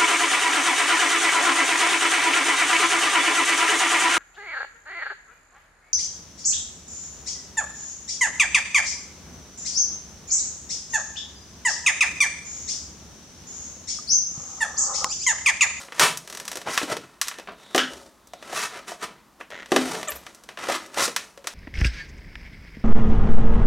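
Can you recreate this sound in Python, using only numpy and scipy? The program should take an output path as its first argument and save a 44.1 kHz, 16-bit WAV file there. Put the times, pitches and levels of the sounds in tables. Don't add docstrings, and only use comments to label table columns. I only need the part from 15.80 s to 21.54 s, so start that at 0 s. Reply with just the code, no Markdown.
import sys
import numpy as np
from scipy import signal
from scipy.fft import rfft, irfft
from scipy.io import wavfile
from scipy.ndimage import uniform_filter1d

SR = 44100
rng = np.random.default_rng(int(sys.argv[2]) if len(sys.argv) > 2 else 0)


def generate_wav(signal):
    frames = np.transpose(np.atleast_2d(signal))
    scaled = np.clip(frames, -1, 1) * 32767
    pcm = np.round(scaled).astype(np.int16)
    wavfile.write(sys.argv[1], SR, pcm)


N = 253134
TIME = np.arange(N) / SR


def from_db(db):
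    return 10 ** (np.asarray(db) / 20)


def rms_one(x):
    return x / np.sqrt(np.mean(x ** 2) + 1e-20)


def at_hz(points, hz):
    f, value = np.transpose(points)
    return np.interp(np.log(hz + 1), np.log(f), value)


def bins(size):
    return np.arange(size // 2 + 1) * SR / size


def drift(per_s):
    knots = rng.standard_normal(N // 8)
    return np.interp(TIME * per_s, np.arange(len(knots)), knots) * np.sqrt(3 / 2)


def swell(s, swell_s, hold_s, fade_s):
    early, late = np.maximum(s - TIME, 0), np.maximum(TIME - s - hold_s, 0)
    return from_db(-20 * np.minimum(early / swell_s + late / fade_s, 10))


def run_of(start_s, gap_s, jitter, count):
    return start_s + gap_s * (np.arange(count) + jitter * rng.standard_normal(count))


def slips(per_s, spread_db, hiss):
    sizes = from_db(spread_db * np.minimum(rng.exponential(1, N), 4)) * rng.choice([-1, 1], N)
    impulses = sizes * (rng.random(N) < per_s / SR)
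    return rms_one(rms_one(impulses) + hiss * rng.standard_normal(N))


def zones(hz):
    return at_hz([(550, 1), (1100, 0)], hz), at_hz([(2800, 0), (6000, 1), (14000, 1.3)], hz)


def causal(db):
    cepstrum = irfft(np.log(from_db(db)))
    half = len(cepstrum) // 2
    cepstrum[1:half] *= 2
    cepstrum[half + 1:] = 0
    return np.exp(rfft(cepstrum))


def peak(hz, centre_hz, width_hz):
    return 1 / (1 + (2 * (hz - centre_hz) / width_hz) ** 2)


def resonate(drive, peaks):
    shape = sum(from_db(db) * peak(bins(N), hz, width) for hz, width, db in peaks)
    return irfft(rfft(drive) * causal(20 * np.log10(rms_one(shape))), N)


# f/Hz, relative level/dB
BACKGROUND_SPECTRUM = [(25, -14), (55, 6.5), (100, -6), (200, 5), (500, -6.5), (1100, -1.5), (2300, -14.5),
                       (6000, -16), (12000, -21), (16000, -24)]
def room_tone(level_db):
    spectrum = rfft(rng.standard_normal(N)) * from_db(at_hz(BACKGROUND_SPECTRUM, bins(N)))
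    return from_db(level_db) * rms_one(irfft(spectrum, N))


# f/Hz, T60/s
ROOM_T60 = [(150, 0.58), (500, 0.24), (2000, 0.26), (6000, 0.28), (14000, 0.21)]
def reverberation(x, wet_db, first_s, size=32768):
    t, tail = np.arange(size) / SR, 0
    octaves_hz = 80 * 2 ** np.arange(9.)
    for low, high in zip(octaves_hz, octaves_hz[1:]):
        bandpass = signal.butter(2, [low, high], "band", fs=SR, output="sos")
        band = signal.sosfilt(bandpass, rng.standard_normal(size))
        tail = tail + band * from_db(-60 * t / at_hz(ROOM_T60, np.sqrt(low * high)))
    tail *= np.clip(t / first_s - 1, 0, 1)
    return from_db(wet_db) * signal.fftconvolve(x, tail / np.sqrt(np.sum(tail ** 2)))[:N]


# f/Hz, side gain/dB
SIDE_GAIN = [(60, -15), (250, -20), (700, -17), (1400, -24), (2200, -30), (3800, -27), (6000, -17),
             (8000, -13), (14000, -12)]
# f/Hz, left over right/dB
BALANCE = [(60, -1), (170, -.3), (350, 1.6), (700, 1.4), (1400, .2), (2800, .1), (5600, .4), (14000, 1.2)]
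def stereo(mid, diffuse, reflection_s=.0037, reflected=.8):
    hz, spectrum = bins(N), rfft(mid)
    reflection = reflected * spectrum * np.exp(-2j * np.pi * hz * reflection_s)
    side = from_db(at_hz(SIDE_GAIN, hz)) * (reflection + rfft(diffuse))
    lean = from_db(at_hz(BALANCE, hz) / 2)
    return irfft(np.array([(spectrum + side) * lean, (spectrum - side) / lean]), N)


# t/s at full load, swell/s, hold/s, fade/s, level/dB
EDGE_LOADS = [(1.86, 0.2, 0.097, .03, -56), (2.55, 0.17, .09, .05, -61.5)]
def whine(centre_hz, width_hz):
    gain = sum(from_db(db) * swell(*timing) for *timing, db in EDGE_LOADS)
    spectrum = rfft(rng.standard_normal(N)) * peak(bins(N), centre_hz, width_hz)
    return gain * rms_one(irfft(spectrum, N))


# f/Hz, width/Hz, boost/dB
SHELL_RESONANCES = [(1127, 51, 2.5), (1194, 86, 5), (1405, 103, 7), (1610, 30, 3.5), (2000, 210, 3),
                    (2570, 57, 1.5), (2980, 62, 5.5), (3660, 150, 2), (3910, 130, 2), (5910, 1700, 4.5),
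                    (7820, 130, 4)]
def shell_db(colour, hz, share):
    lift_db = sum(boost * peak(hz, f, width) for f, width, boost in SHELL_RESONANCES)
    db = at_hz(colour, hz) + share * lift_db
    middle = (hz > 800) & (hz < 4000)
    return db - 10 * np.log10(np.mean(from_db(db) ** 2 * middle))


# t/s at full speed, swell/s, hold/s, fade/s, level/dB, bass/dB, treble/dB
SLIDING_STROKES = [(0.003, .02, 0.01, 0.095, -43, 2, 7.5), (0.201, 0.11, 0.016, .05, -37, 1, 2),
                   (0.498, .2, 0.31, 0.08, -52.5, 9, 7), (0.875, 0.021, 0.029, 0.027, -30.5, 8.5, -4),
                   (0.907, 0.046, 0.11, 0.093, -36, -7, 6.5), (1.109, 0.068, 0.018, 0.033, -31, 7.5, 1),
                   (1.214, .03, 0.036, 0.24, -53, 4, -0.5), (1.47, .03, 0.084, 0.31, -50, -1, -1),
                   (1.684, 0.015, .025, 0.057, -42.5, 8, -22), (1.814, 0.099, 0.36, .05, -55, 5.5, 2),
                   (2.112, 0.29, 0.066, 0.2, -52.5, 13, 6.5), (2.687, 0.096, 0.076, .05, -40.5, 5.5, 1.5),
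                   (2.772, 0.057, 0.069, .06, -27.5, -6, 3.5),
                   (2.932, 0.069, 0.032, 0.095, -38.5, 1.5, -2.5),
                   (3.083, 0.02, 0.013, 0.077, -38, 1.5, 3.5), (3.226, 0.024, 0.015, 0.035, -32.5, 0, 1),
                   (3.283, .05, .02, 0.17, -50.5, 4, -7), (3.604, 0.011, 0.0093, 0.03, -46, 8.5, -0.5),
                   (3.928, 0.034, 0.23, 0.18, -37, 9, 4.5), (4.288, .04, 0.033, 0.21, -46.5, 6.5, 3),
                   (4.464, .1, .07, .3, -58.5, 7, 6), (4.69, .03, .03, 0.09, -55, 6, 0),
                   (4.792, 0.022, 0.11, .05, -36, 2.5, -1.5), (4.909, 0.065, 0.034, 0.074, -28, 0, 0.5),
                   (5.022, 0.064, 0.041, .18, -50, 9, 1), (5.19, 0.036, 0.02, 0.1, -25, 1.5, 2),
                   (5.237, 0.051, 0.018, 0.017, -24, -7, 10), (5.392, 0.036, 0.01, 0.18, -48.5, 5, 5.5),
                   (5.69, 0.088, 0.045, .1, -50, -4, 2)]
def stroke_gains(holding_db=-75):
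    power = np.full((3, N), from_db(holding_db) ** 2)
    for *timing, db, low_db, high_db in SLIDING_STROKES:
        power += np.outer(from_db([db + low_db, db, db + high_db]), swell(*timing)) ** 2
    return np.sqrt(power)


# f/Hz, relative level/dB
SLIDE_SPECTRUM = [(40, -27), (130, -9.5), (260, -1.5), (600, 1), (1200, 3), (2000, 1), (3500, -5.5),
                  (6000, -8.5), (9000, -11.5), (12500, -21), (16000, -33)]
def sliding(gains, gain_db, judder_db):
    hz = bins(N)
    bass, treble = zones(hz)
    grains = slips(per_s=1800, spread_db=0.0, hiss=0.74) * from_db(judder_db * drift(140))
    shaken = rfft(grains) * from_db(shell_db(SLIDE_SPECTRUM, hz, share=0.51))
    bands = [irfft(shaken * share, N) for share in (bass, 1 - bass - treble, treble)]
    return from_db(gain_db) * sum(band * gain for band, gain in zip(bands, gains))


# f/Hz, relative level/dB
RIP_SPECTRUM = [(40, -46), (130, -9), (300, -8), (600, -2), (1050, 2), (2000, -1), (3500, -3.5),
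                (6000, -7.5), (9000, -8), (12500, -17.5), (16000, -30)]
def rip(start_s, full_s, level_db):
    gain = from_db(level_db) * (TIME >= start_s) * swell(full_s, swell_s=0.043, hold_s=0.029, fade_s=0.086)
    fractures = slips(per_s=2700, spread_db=-1.5, hiss=0.97) * gain
    return irfft(rfft(fractures) * causal(shell_db(RIP_SPECTRUM, bins(N), share=0.21)), N)


def gripped(x, grips=4, ripple_db=4.4, spacing_hz=90, shifts_per_s=7, overlap_hz=6000):
    hz, spectrum = bins(N), rfft(x)
    out, total = 0, 0
    for _ in range(grips):
        knots = ripple_db * rng.standard_normal(int(SR / spacing_hz))
        knots -= uniform_filter1d(knots, size=5)
        ripple = np.interp(hz / spacing_hz, np.arange(len(knots)), knots)
        ripple /= 1 + (hz / overlap_hz) ** 2
        held = irfft(spectrum * causal(ripple), N) / np.sqrt(np.mean(from_db(ripple) ** 2))
        weight = np.exp(2 * drift(shifts_per_s))
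        out = out + weight * held
        total = total + weight
    return out / total


# t/s, ring level/dB, f/Hz, click level/dB
HOLLOW_KNOCKS = [(0.873, -20, 890, -56), (1.0313, -20.5, 292, -30.5), (1.1003, -25, 690, -34),
                 (1.123, -18, 1210, -39), (1.168, -24, 475, -30.5), (1.586, -38.5, 500, -38.5),
                 (1.6866, -26.5, 1140, -55), (2.123, -49.5, 69.6, -61), (2.535, -29, 713, -40.5),
                 (2.7301, -23, 725, -37.5), (3.119, -23, 707, -48), (3.727, -32, 605, -55),
                 (4.324, -44.5, 66.5, -48), (4.8874, -16.5, 552, -30), (4.8986, -16, 740, -36),
                 (5.1737, -17.5, 820, -32.5), (5.1951, -20, 1120, -26), (5.279, -24, 490, -29),
                 (5.3634, -13.5, 1680, -58), (5.5757, -33.5, 558, -45)]
def knocks(gain_db, cycles, overtone_db, size=8192):
    out, t = np.zeros(N + size), np.arange(size) / SR
    for s, db, hz, _ in HOLLOW_KNOCKS:
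        at = int(s * SR)
        for ratio, mode_db in [(1, 0), (1.27, overtone_db), (rng.uniform(1.24, 2.95), overtone_db)]:
            turns = hz * ratio * t
            envelope = from_db(db + gain_db + mode_db - 60 * turns / cycles) * (1 - np.exp(-2 * turns))
            out[at:at + size] += envelope * np.sin(2 * np.pi * turns)
    return out[:N]


# t/s, duration/s, first f/Hz, last f/Hz, level/dB
BLADE_SQUEALS = [(4.274, 0.025, 6400, 9500, -38), (4.277, .014, 11500, 13000, -45),
                 (4.292, 0.0183, 8970, 14900, -33), (4.351, .012, 15500, 9040, -38),
                 (4.36, .013, 9800, 15800, -44)]
def squeals(roughness_db, ring_t60, waver=.05, size=1024):
    tones = np.zeros(N)
    for s, length, first_hz, last_hz, db in BLADE_SQUEALS:
        progress = np.clip((TIME - s) / length, 0, 1)
        hz = first_hz + (last_hz - first_hz) * progress
        phase = 2 * np.pi * np.cumsum(hz * (1 + waver * drift(2500))) / SR
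        tones += np.sin(np.pi * progress) * from_db(db + roughness_db * drift(700)) * np.sin(phase)
    shell = rng.standard_normal(size) * from_db(-60 * np.arange(size) / SR / ring_t60)
    return signal.fftconvolve(tones, shell * np.sqrt(2 / np.sum(shell ** 2)))[:N]


# t/s, slip rate f/Hz, level/dB
SLIT_GROAN = [(4.273, 720, -35), (4.282, 620, -33.5), (4.294, 585, -27.5), (4.308, 520, -51)]
def groan(slope_db, jitter=.012, harmonics=6):
    s, hz, db = np.transpose(sorted(SLIT_GROAN))
    gain = (TIME >= s[0]) * (TIME <= s[-1]) * from_db(np.interp(TIME, s, db))
    phase = 2 * np.pi * np.cumsum(np.interp(TIME, s, hz) * (1 + jitter * drift(600))) / SR
    buzz = sum(from_db(slope_db * abs(k - 2)) * np.sin(k * phase) for k in range(1, harmonics + 1))
    return gain * rms_one(buzz)


# f/Hz, width/Hz, relative level/dB
SEAM_RESONANCES = [(675, 880, -6), (1400, 160, -4), (1910, 450, 3), (3100, 1800, -9.5), (6330, 2600, -21)]
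def ratchet(start_s, gap_s, level_db, scatter_db, grit, grit_s):
    drive, t = np.zeros(N), np.arange(SR // 20) / SR
    for s in run_of(start_s, gap_s, jitter=0.17, count=12):
        at = int(s * SR)
        slip = (t == 0) + grit * np.exp(-t / grit_s) * rng.standard_normal(len(t))
        drive[at:at + len(t)] += from_db(level_db + scatter_db * rng.standard_normal()) * slip
    return resonate(drive, SEAM_RESONANCES)


# t/s, thud level/dB, tilt/(dB/octave), twang level/dB, crack level/dB
KNIFE_LANDINGS = [(1.9475, -8.5, 2, -29, -18.5), (1.9792, -32, -8, -17, -17), (3.919, -6, 0, -38, -20),
                  (3.9622, -7, -2, -30, -13.5)]
# f/Hz, relative level/dB, T60/s
PACK_ON_TABLE_MODES = [(150, -28, .12), (214, -29, .2), (257, -18, .33), (301, -23, .3), (328, -12, .11),
                       (352, 0, .042), (394, -13, .1), (417, -23, .28), (496, -21, .12), (565, -19, .07),
                       (662, -11, .06), (735, -4, .04), (800, -17, .11), (1060, -24, .12), (1210, -23, .16)]
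def thuds(scatter_db, radiation_hz, pivot_hz=350, size=32768):
    out, t = np.zeros(N + size), np.arange(size) / SR
    for s, thud_db, tilt_db, _, _ in KNIFE_LANDINGS:
        at = int(s * SR)
        for k, (hz, db, t60) in enumerate(PACK_ON_TABLE_MODES):
            mode_db = thud_db + db + tilt_db * np.log2(hz / pivot_hz) + scatter_db * rng.standard_normal()
            out[at:at + size] += (-1) ** k * from_db(mode_db - 60 * t / t60) * np.sin(2 * np.pi * hz * t)
    return signal.sosfilt(signal.butter(2, radiation_hz, "high", fs=SR, output="sos"), out[:N])


# f/Hz, width/Hz, relative level/dB
BLADE_RESONANCES = [(1450, 300, 1), (1780, 590, -1), (2960, 290, 2.5), (3400, 350, -4), (5300, 3600, -11.5)]
def twang(t60, attack, attack_s=0.0021):
    chatter = slips(per_s=6000, spread_db=2.0, hiss=1.0)
    settling = np.zeros(N)
    for s, _, _, db, _ in KNIFE_LANDINGS:
        age = np.maximum(TIME - s, 0)
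        settling += (TIME > s) * from_db(db - 60 * age / t60) * (1 + attack * np.exp(-age / attack_s))
    return resonate(chatter * settling, BLADE_RESONANCES)


# t/s, level/dB, bass/dB, treble/dB
SHELL_SNAPS = [(0.0849, -41.5, 4, -27), (0.1224, -32.5, -3, -13), (0.1959, -12.5, -8, -1),
               (0.3734, -39, -11, 11), (0.6534, -43.5, -15, 6), (0.6796, -31.5, -17, 3),
               (0.7164, -33.5, 2, 2.5), (0.7298, -37.5, 3, 0), (0.756, -35, 9, 3), (0.7715, -34, 5, 1.5),
               (0.816, -38, 1, -2.5), (0.9767, -14, -13.5, -6.5), (1.0159, -28.5, 9, -19),
               (1.4144, -21, -20.5, 3), (1.4734, -37, -9, 1), (1.4832, -29.5, -17, 4.5),
               (1.5132, -32, -9, -16), (1.541, -41, -12, -16), (1.598, -38.5, 8, -7),
               (1.6735, -36.5, -2, -19), (1.9601, -28, 8, 5), (2.1347, -43, 9, 0), (2.4728, -62.5, 15, 13),
               (2.6262, -38.5, 5.5, -8.5), (3.6108, -32, -0.5, -39), (3.7041, -42.5, 5, -5),
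               (3.8595, -40, -7, -7), (4.1527, -34, -3, -12), (4.2155, -44, -4, -10), (4.23, -30, 3, -6),
               (4.3197, -31.5, -6, -7), (4.4658, -36, -3, -8), (4.548, -53.5, 6, 8.5), (4.637, -52, 6, 4.5),
               (4.6897, -34.5, -3, -9), (4.7735, -32, 0.5, -14), (4.7892, -35.5, 0, -8.5),
               (5.0621, -48.5, 2, 3), (5.144, -37.5, -5, -1), (5.3632, -20, -12, -1),
               (5.6428, -43, 10.5, -5), (5.6716, -26, -4.5, 0)]
def buckles(stroke_gain, bend_s=.4755, bend_db=-40.5, growth_db_per_s=48, crinkle_db=-8.5, scatter_db=3):
    knocked = [(s, click_db, 8, -3.5) for s, *_, click_db in HOLLOW_KNOCKS]
    chopped = [(s, crack_db, 4, -6) for s, *_, crack_db in KNIFE_LANDINGS]
    bent = [(s, bend_db + growth_db_per_s * (s - bend_s), -6, 1.5)
            for s in run_of(bend_s, gap_s=.0247, jitter=0.094, count=6)]
    stroke_db = 20 * np.log10(stroke_gain)
    crinkled = [(at / SR, stroke_db[at] + crinkle_db + scatter_db * rng.standard_normal(), 0, 0)
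                for at in rng.integers(0, N, size=40)]
    return SHELL_SNAPS + knocked + chopped + bent + crinkled


# f/Hz, relative level/dB
SNAP_SPECTRUM = [(40, -31.5), (130, -36), (260, -5.5), (600, 1), (1100, -1.5), (1900, 0), (3200, -2.5),
                 (6000, -4), (9000, -6.5), (12500, -11.5), (16000, -26.5)]
def snaps(rows, gain_db, crack, ring_t60, bass_db, likeness, bounce_s, bounce, size=4096):
    out, t, hz = np.zeros((2, N + size)), np.arange(size) / SR, bins(size)
    bass, treble = zones(hz)
    colour_db = shell_db(SNAP_SPECTRUM, hz, share=1.0)
    shared_ring = rng.standard_normal(size)
    table_echo = bounce * (t > bounce_s) * np.exp(-abs(t - bounce_s) / 0.00075)
    envelope = from_db(-60 * t / ring_t60) + crack * np.exp(-t / 0.0004) + table_echo
    scale = np.sqrt(np.sum(envelope ** 2) / np.mean(envelope[t < .009] ** 2))
    for s, db, low_db, high_db in rows:
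        ring = np.sqrt(likeness) * shared_ring + np.sqrt(1 - likeness) * rng.standard_normal(size)
        modes = rfft(envelope * ring)
        modes *= causal(-10 * np.log10(uniform_filter1d(abs(modes) ** 2, size=91)))
        contact = scale * causal(colour_db + db + gain_db + (low_db + bass_db) * bass + high_db * treble)
        at = int(s * SR)
        out[:, at:at + size] += irfft([contact * modes, contact])
    return out[:, :N]


def scene():
    gains = stroke_gains()
    ahead, around = snaps(buckles(gains[1]), gain_db=-1.93, crack=1.3, ring_t60=0.041, bass_db=2.0,
                          likeness=0.7, bounce_s=0.0069, bounce=0.19)
    shell = sliding(gains, gain_db=-0.5, judder_db=1.98) + rip(start_s=.1953, full_s=0.21, level_db=-16.5)
    pack = gripped(shell) + knocks(gain_db=2.5, cycles=21.0, overtone_db=-12.0)
    knife = thuds(scatter_db=1.3, radiation_hz=173) + twang(t60=0.25, attack=0.75)
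    squeak = squeals(roughness_db=7.0, ring_t60=0.028) + groan(slope_db=-2.5)
    edge = whine(centre_hz=3700, width_hz=720)
    seam = ratchet(start_s=3.7135, gap_s=.0107, level_db=-16.5, scatter_db=0.5, grit=.065, grit_s=0.009)
    handling = pack + knife + squeak + edge + seam
    room = reverberation(around + handling, wet_db=-9.0, first_s=0.002) + room_tone(level_db=-58.0)
    return stereo(ahead + handling + room, diffuse=room_tone(level_db=-52))


def record(dry, ceiling=.68, cutoff_hz=16000):
    lowpass = signal.cheby1(12, .05, cutoff_hz, fs=SR, output="sos")
    return signal.sosfiltfilt(lowpass, ceiling * np.tanh(dry / ceiling))


dry = scene()
out = record(dry)
generate_wav(out)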